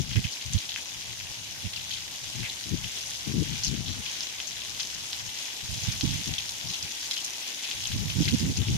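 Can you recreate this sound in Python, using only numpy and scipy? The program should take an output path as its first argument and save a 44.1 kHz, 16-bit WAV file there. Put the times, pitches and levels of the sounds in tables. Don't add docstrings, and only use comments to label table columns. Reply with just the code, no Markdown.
import sys
import numpy as np
from scipy import signal
from scipy.fft import rfft, irfft, next_fast_len
from scipy.io import wavfile
from scipy.ndimage import uniform_filter1d, map_coordinates

SR = 44100
rng = np.random.default_rng(int(sys.argv[2]) if len(sys.argv) > 2 else 0)


def wav_out(sig):
    wavfile.write(sys.argv[1], SR, np.round(np.clip(np.atleast_2d(sig).T, -1, 1) * 32767).astype(np.int16))


N = 386750

# time in seconds, level in dB, fine spray in dB against that level.
RAIN_LEVELS = [(0.0, -40.5, -14), (0.22, -40, -13.5), (3.27, -39, -12), (3.81, -38.5, -14.5),
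               (5.49, -39, -12), (5.86, -38, -12), (7.69, -38, -11.5), (7.99, -37, -12), (8.55, -38, -12),
               (8.77, -37, -14)]
# start in seconds, rough peak level in dB, pitch in Hz,
# cycles until the ring is loudest, spatter in dB against the drop.
NEAREST_DROPS = [(0.113, -23, 2400, 0.41, -12), (0.1318, -14.5, 3440, 0.27, -15),
                 (0.1596, -13.5, 2300, 0.24, -12.5), (0.2424, -17, 2670, 0.45, -8.5),
                 (0.3222, -17, 6500, 1.0, -6), (0.413, -19.5, 3000, 0.44, -16),
                 (0.5345, -11, 7100, 0.57, -19), (0.579, -18.5, 3740, 0.91, -7.5),
                 (0.6912, -16.5, 3400, 1.1, -12), (0.7194, -16, 3620, 0.55, -16),
                 (0.741, -18, 3400, 0.9, -16), (0.761, -14.5, 2320, 0.39, -15.5),
                 (1.2095, -22, 2300, 0.3, -29), (1.736, -14, 3600, 0.31, -18), (1.761, -19, 3400, 0.76, -5),
                 (1.9089, -19.5, 3700, 0.62, -3), (1.9367, -20, 3380, 0.55, -4.5),
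                 (2.4278, -25.5, 2340, 0.8, -2.5), (2.4517, -26.5, 2300, 1.2, -10),
                 (2.4585, -22, 2300, 0.79, -12), (2.462, -18, 2600, 0.5, -12),
                 (2.4976, -18, 3880, 1.3, -16), (2.8435, -14.5, 2800, 0.52, -23),
                 (3.1025, -22.5, 8800, 0.49, -26), (3.5882, -18, 6000, 0.7, -23),
                 (3.6345, -15.5, 5500, 1.2, -3), (3.647, -10, 5800, 1.1, -10), (3.6667, -14, 5390, 1.3, -7),
                 (3.8606, -18, 3620, 0.66, -11), (3.8824, -18.5, 4150, 0.45, -10.5),
                 (4.061, -14.5, 3200, 0.45, -8), (4.207, -14, 4800, 0.71, -24),
                 (4.2337, -17, 5600, 1.4, -17), (4.4017, -12, 3070, 0.48, -21),
                 (4.4722, -21.5, 6540, 1.7, -2), (4.6194, -15, 3240, 0.45, -28),
                 (4.798, -9.5, 3300, 0.26, -28), (4.8012, -11.5, 5100, 0.47, -14),
                 (4.8065, -12, 3420, 0.36, -20), (4.832, -18, 4600, 0.6, -22),
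                 (5.1305, -12, 3880, 0.48, -24), (5.7776, -18, 5000, 0.5, -21),
                 (5.9196, -13, 6200, 0.7, -21), (6.0101, -8.5, 4300, 0.32, -16.5),
                 (6.1077, -15.5, 3200, 0.4, -12.5), (6.276, -18, 5800, 0.91, -11),
                 (6.3387, -13, 3840, 0.55, -18), (6.382, -14, 3470, 1.5, -8),
                 (6.4923, -12, 4850, 0.36, -22), (6.6865, -21, 5440, 0.9, -6), (6.702, -18, 4200, 1, -13),
                 (6.737, -16, 3670, 0.38, -6.5), (6.8264, -14, 5170, 0.99, -13),
                 (7.1116, -8, 4100, 0.47, -14.5), (7.1694, -12, 3300, 0.44, -12),
                 (7.247, -15, 8300, 0.6, -19), (7.6363, -14.5, 3280, 0.38, -8),
                 (7.713, -9, 3400, 0.35, -18), (7.8549, -15.5, 3430, 1, -11),
                 (7.8724, -13, 6440, 1.24, -13), (7.9196, -13.5, 3260, 0.58, -12),
                 (8.101, -15, 3350, 0.56, -15), (8.223, -16, 3600, 0.27, -7), (8.2558, -16, 5000, 1.2, -17),
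                 (8.2788, -19, 2150, 1.3, -12), (8.2837, -8.5, 3670, 0.58, -13),
                 (8.4065, -18, 3470, 0.5, -15), (8.57, -20.5, 5060, 1.6, -5)]
# frequency in Hz, likeness (1 same, 0 unrelated).
WASH_LIKENESS = [(100, 1), (330, 0.96), (770, 0.92), (1170, -0.22), (2700, -0.014), (15000, 0.044)]
# frequency in Hz, gain in dB.
LEFT_PORT = [(60, -27), (250, -11), (500, -15.5), (850, -10.5), (1300, -13), (1900, -10.5), (3200, -2),
             (4500, -6), (6000, -1), (6700, -2), (8000, -14), (12000, -15.5), (14000, -17), (15600, -63)]
RIGHT_PORT = [(60, -31), (250, -11.5), (500, -15), (850, -9.5), (1200, -14.5), (1900, -10.5), (2900, -7.5),
              (3900, -7), (4700, -6.5), (5700, -5.5), (8000, -13.5), (12000, -14.5), (14000, -21.5),
              (15600, -25.5)]
# time in seconds, left level in dB, right level in dB.
STEADY_WIND = [(0.0, -34, -52), (0.35, -57, -64), (0.7, -50, -58), (1.1, -42.5, -65), (1.5, -51, -47),
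               (1.9, -46, -46), (2.2, -49, -80), (3.1, -49, -52), (3.6, -33.5, -54), (4.0, -40, -68),
               (4.15, -53, -65), (4.9, -45, -63), (5.5, -53.5, -74), (6.25, -49, -43), (6.9, -51, -58.5),
               (7.6, -64, -62), (8.1, -42, -32), (8.77, -26, -30)]
# start in seconds, hold in seconds, level in dB,
# hardness from 0 to 1, port (0 left, 1 right).
GUSTS = [(0.0, 0.0056, -17, 0.2, 0), (0.03, 0.1, -31.5, 0.03, 0), (0.155, 0.057, -31, 0.24, 0),
         (0.159, 0.027, -15, 0.32, 1), (0.25, 0.0049, -17.5, 0.0, 1), (0.46, 0.064, -30, 0.0, 0),
         (0.534, 0.041, -34, 0, 0), (0.554, 0.0029, -7, 0.1, 1), (1.298, 0.014, -33, 0.15, 0),
         (1.643, 0.031, -31, 0.2, 1), (2.352, 0.087, -29.5, 0.42, 0), (2.664, 0.06, -33, 0.7, 0),
         (2.718, 0.029, -22, 0.58, 0), (2.747, 0.13, -35.5, 0.18, 0), (3.273, 0.043, -24.5, 1.0, 0),
         (3.337, 0.05, -34, 0, 1), (3.341, 0.041, -23, 1, 0), (3.374, 0.052, -21, 1.0, 0),
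         (3.456, 0.098, -27.5, 0.45, 0), (3.679, 0.014, -17, 0.17, 0), (3.694, 0.056, -24, 0.85, 0),
         (3.772, 0.038, -27, 0.46, 0), (3.805, 0.2, -32, 0.36, 0), (5.219, 0.066, -42, 0, 0),
         (5.633, 0.021, -37.5, 0.33, 0), (5.689, 0.047, -26.5, 0, 1), (5.754, 0.032, -32.5, 0.1, 1),
         (5.82, 0.023, -29.5, 0, 1), (5.884, 0.0094, -21, 0.2, 1), (5.9, 0.1, -35, 0.2, 1),
         (6.038, 0.007, -14.5, 0.47, 1), (6.069, 0.091, -24.5, 0.27, 1), (6.178, 0.041, -34.5, 0.6, 1),
         (6.275, 0.018, -28.5, 1, 0), (6.308, 0.031, -30, 0.2, 0), (6.646, 0.07, -35.5, 0.44, 0),
         (6.824, 0.037, -39.5, 0.05, 1), (7.748, 0.12, -36, 0.0, 1), (7.902, 0.057, -25, 0.08, 0),
         (7.942, 0.029, -23, 0.2, 1), (7.988, 0.048, -23.5, 0.35, 0), (8.046, 0.07, -26.5, 0.36, 1),
         (8.159, 0.064, -21.5, 0.47, 1), (8.202, 0.027, -26.5, 1.0, 0), (8.258, 0.031, -22, 1.0, 0),
         (8.324, 0.024, -19, 0.82, 1), (8.313, 0.065, -29, 0.2, 0), (8.402, 0.12, -24.5, 0.8, 1),
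         (8.44, 0.025, -22, 0.27, 0), (8.485, 0.018, -21, 1.0, 0), (8.576, 0.044, -19, 0.48, 0),
         (8.672, 0.085, -23, 0.4, 0), (8.693, 0.11, -25.5, 0.46, 1)]
# frequency in Hz, relative level in dB.
LIGHT_WIND_TONE = [(20, -7.5), (48, -3), (110, -1), (200, -17.5), (400, -49), (800, -61)]
HARD_WIND_TONE = [(20, -32), (50, -2), (110, 3), (180, 3.5), (300, -6), (500, -22.5), (1000, -73)]

PORT_GAP_S = .0006
ROCK_CUT_HZ = 750
GUST_RISE_DB_PER_S, GUST_FALL_DB_PER_S, STEADY_HARDNESS = 1300, 902, 0.11
BASS_CUT_HZ, TOP_HZ = 60, 15725


def rain():
    level_db, spray_db = curves(RAIN_LEVELS)
    on_rock = patter(count=8000, clump_db=2.5, spread_db=5.5, centre_hz=8050, octaves=0.65, cycles=0.63)
    in_puddles = patter(count=5000, clump_db=3, spread_db=2, centre_hz=3060, octaves=0.4, cycles=0.69)
    near = rock_echo(on_rock + amp(-3) * in_puddles, echo_db=-4.5, fade_s=0.11)
    heard = ports(far_wash(patchy_db=1.5) + amp(-3) * near)
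    heard /= heard.mean(axis=0).std()
    spray = filtered(heard, lambda hz: 1 / (1 + (7500 / (hz + 1)) ** 8))
    spray_gain = amp(spray_db) / spray.mean(axis=0).std()
    return amp(level_db) * (heard + (spray_gain - 1) * spray)


def far_wash(patchy_db):
    spectrum = signal.stft(rng.standard_normal((2, N)), nperseg=512)[2]
    patches = rng.standard_normal(spectrum.shape[1:])
    patches = uniform_filter1d(uniform_filter1d(patches, 8, axis=0), 8, axis=1)
    noise = signal.istft(spectrum * amp(patchy_db * patches / patches.std()), nperseg=512)[1][:, :N]
    angle = lambda hz: np.arccos(np.clip(look_up(WASH_LIKENESS, hz), -1, 1)) / 2
    shared, opposite = filtered(noise, lambda hz: np.array([np.cos(angle(hz)), np.sin(angle(hz))]))
    return unit(np.array([shared + opposite, shared - opposite]))


def patter(count, clump_db, spread_db, centre_hz, octaves, cycles):
    chance = np.cumsum(amp(clump_db * wobble(8) + .7 * clump_db * wobble(30)))
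    time_draw, size_draw = rng.random((count, 2)).T
    start_s = np.searchsorted(chance / chance[-1], time_draw) / SR
    db = -spread_db * np.log(size_draw + 0.067)
    hz = np.clip(centre_hz * 2 ** (octaves * rng.standard_normal(count)), 1600, 15000)
    return unit(splats(start_s, db, hz, cycles, crack=0.49, pan_db=4.5, samples=72))


def nearest_drops():
    start_s, db, hz, cycles, spatter_db = np.transpose(NEAREST_DROPS)
    db = db - look_up(LEFT_PORT, hz)
    ticks = splats(start_s, db, hz, np.clip(cycles, .2, 4),
                   crack=0.2, pan_db=-15, samples=200, centre=0, scatter=0.12)
    delay_s = 0.001207 + rng.exponential(.016, (len(start_s), 16))
    droplet_db = (db + spatter_db)[:, None] - 60 * delay_s + 0.85 * rng.standard_normal(delay_s.shape)
    droplet_hz = hz[:, None] * amp(1.9 * rng.standard_normal(delay_s.shape))
    spatter = splats((start_s[:, None] + delay_s).ravel(), droplet_db.ravel(), droplet_hz.ravel(),
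                     cycles=1.96, crack=1.76, pan_db=2.5, samples=128)
    on_rock = filtered(ticks + spatter, lambda f: low_cut(f, ROCK_CUT_HZ))
    return ports(rock_echo(on_rock, echo_db=-5, fade_s=.025))


def splats(start_s, db, hz, cycles, crack, pan_db, samples, centre=.5, scatter=.4):
    t = np.arange(samples) / SR
    side = np.clip(rng.normal(centre, scatter, len(start_s)), -1, 1)
    crack_gain = crack / np.maximum(cycles, 1) ** 2
    noise = (crack_gain * rng.standard_normal((samples, len(start_s)))).T
    out = np.zeros((2, N))
    for port, sign in enumerate((1, -1)):
        pitch = hz * amp(0.22 * rng.standard_normal(len(start_s)))
        age = np.outer(pitch / cycles, t)
        swell = age * np.exp(1 - age)
        splat = swell * (np.sin(2 * np.pi * np.outer(pitch, t)) + noise)
        splat /= np.abs(splat).max(axis=1, keepdims=True)
        splat *= amp(db + sign * pan_db * side)[:, None]
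        arrival = np.round((start_s - sign * side * PORT_GAP_S / 2) * SR).astype(int)
        where = np.clip(arrival[:, None] + np.arange(samples), 0, N - 1)
        out[port] = np.bincount(where.ravel(), splat.ravel(), N)
    return out


def rock_echo(x, echo_db, fade_s):
    t = np.arange(4096) / SR
    tail = rng.standard_normal((2, len(t))) * amp(-60 * t / fade_s) * (t > .0006)
    return x + amp(echo_db) * signal.fftconvolve(x, tail / np.linalg.norm(tail[0]), axes=1)[:, :N]


def ports(x):
    return filtered(x, lambda hz: causal(amp([look_up(LEFT_PORT, hz), look_up(RIGHT_PORT, hz)])))


def gusts():
    t = np.arange(N) / SR
    level_db = curves(STEADY_WIND) + 2 * np.array([wobble(20), wobble(6.5)])
    hardness = np.full(level_db.shape, STEADY_HARDNESS)
    for start_s, hold_s, db, gust_hardness, port in GUSTS:
        port = round(port)
        span = slice(max(round((start_s - .1) * SR), 0), round((start_s + hold_s + .1) * SR))
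        age = t[span] - start_s
        gust_db = db - GUST_RISE_DB_PER_S * np.maximum(-age, 0)
        gust_db -= GUST_FALL_DB_PER_S * np.maximum(age - hold_s, 0)
        hardness[port, span][gust_db > level_db[port, span]] = gust_hardness
        level_db[port, span] = np.maximum(level_db[port, span], gust_db)
    return zip(level_db, np.clip(uniform_filter1d(hardness, size=441), 0, 1))


def wind_rumble(level_db, hardness):
    noise = rng.standard_normal(N)
    light = unit(filtered(noise, lambda hz: amp(look_up(LIGHT_WIND_TONE, hz))))
    hard = unit(filtered(noise, lambda hz: amp(look_up(HARD_WIND_TONE, hz))))
    swirls = (1 - hardness) * light + hardness * hard
    power = np.abs(uniform_filter1d(swirls ** 2, 900))
    even = swirls / np.sqrt(power + 0.044)
    return amp(level_db + 2.45 * wobble(32)) * unit(even)


def amp(db):
    return 10 ** (np.asarray(db) / 20)


def unit(x):
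    return x / np.sqrt(np.mean(x ** 2, axis=-1, keepdims=True) + 1e-20)


def look_up(table, hz):
    table_hz, values = np.transpose(table)
    return np.interp(np.log(hz + 1), np.log(table_hz + 1), values)


def curves(table):
    times, *columns = np.transpose(table)
    return [np.interp(np.arange(N) / SR, times, column) for column in columns]


def wobble(rate):
    return map_coordinates(rng.standard_normal(1000), [np.arange(N) * rate / SR])


def filtered(x, response):
    size = next_fast_len(N + SR // 2)
    return irfft(rfft(x, size) * response(np.fft.rfftfreq(size, 1 / SR)), size)[..., :N]


def low_cut(hz, cut_hz):
    return (1j * hz / (cut_hz + 1j * hz)) ** 2


def causal(gain):
    cepstrum = irfft(np.log(gain))
    half = cepstrum.shape[-1] // 2
    cepstrum[..., 1:half] *= 2
    cepstrum[..., half + 1:] = 0
    return np.exp(rfft(cepstrum))


def scene():
    return rain() + nearest_drops() + np.array([wind_rumble(db, hardness) for db, hardness in gusts()])


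def record(dry):
    return filtered(dry, lambda hz: low_cut(hz, BASS_CUT_HZ) * (hz < TOP_HZ))


dry = scene()
out = record(dry)
wav_out(out)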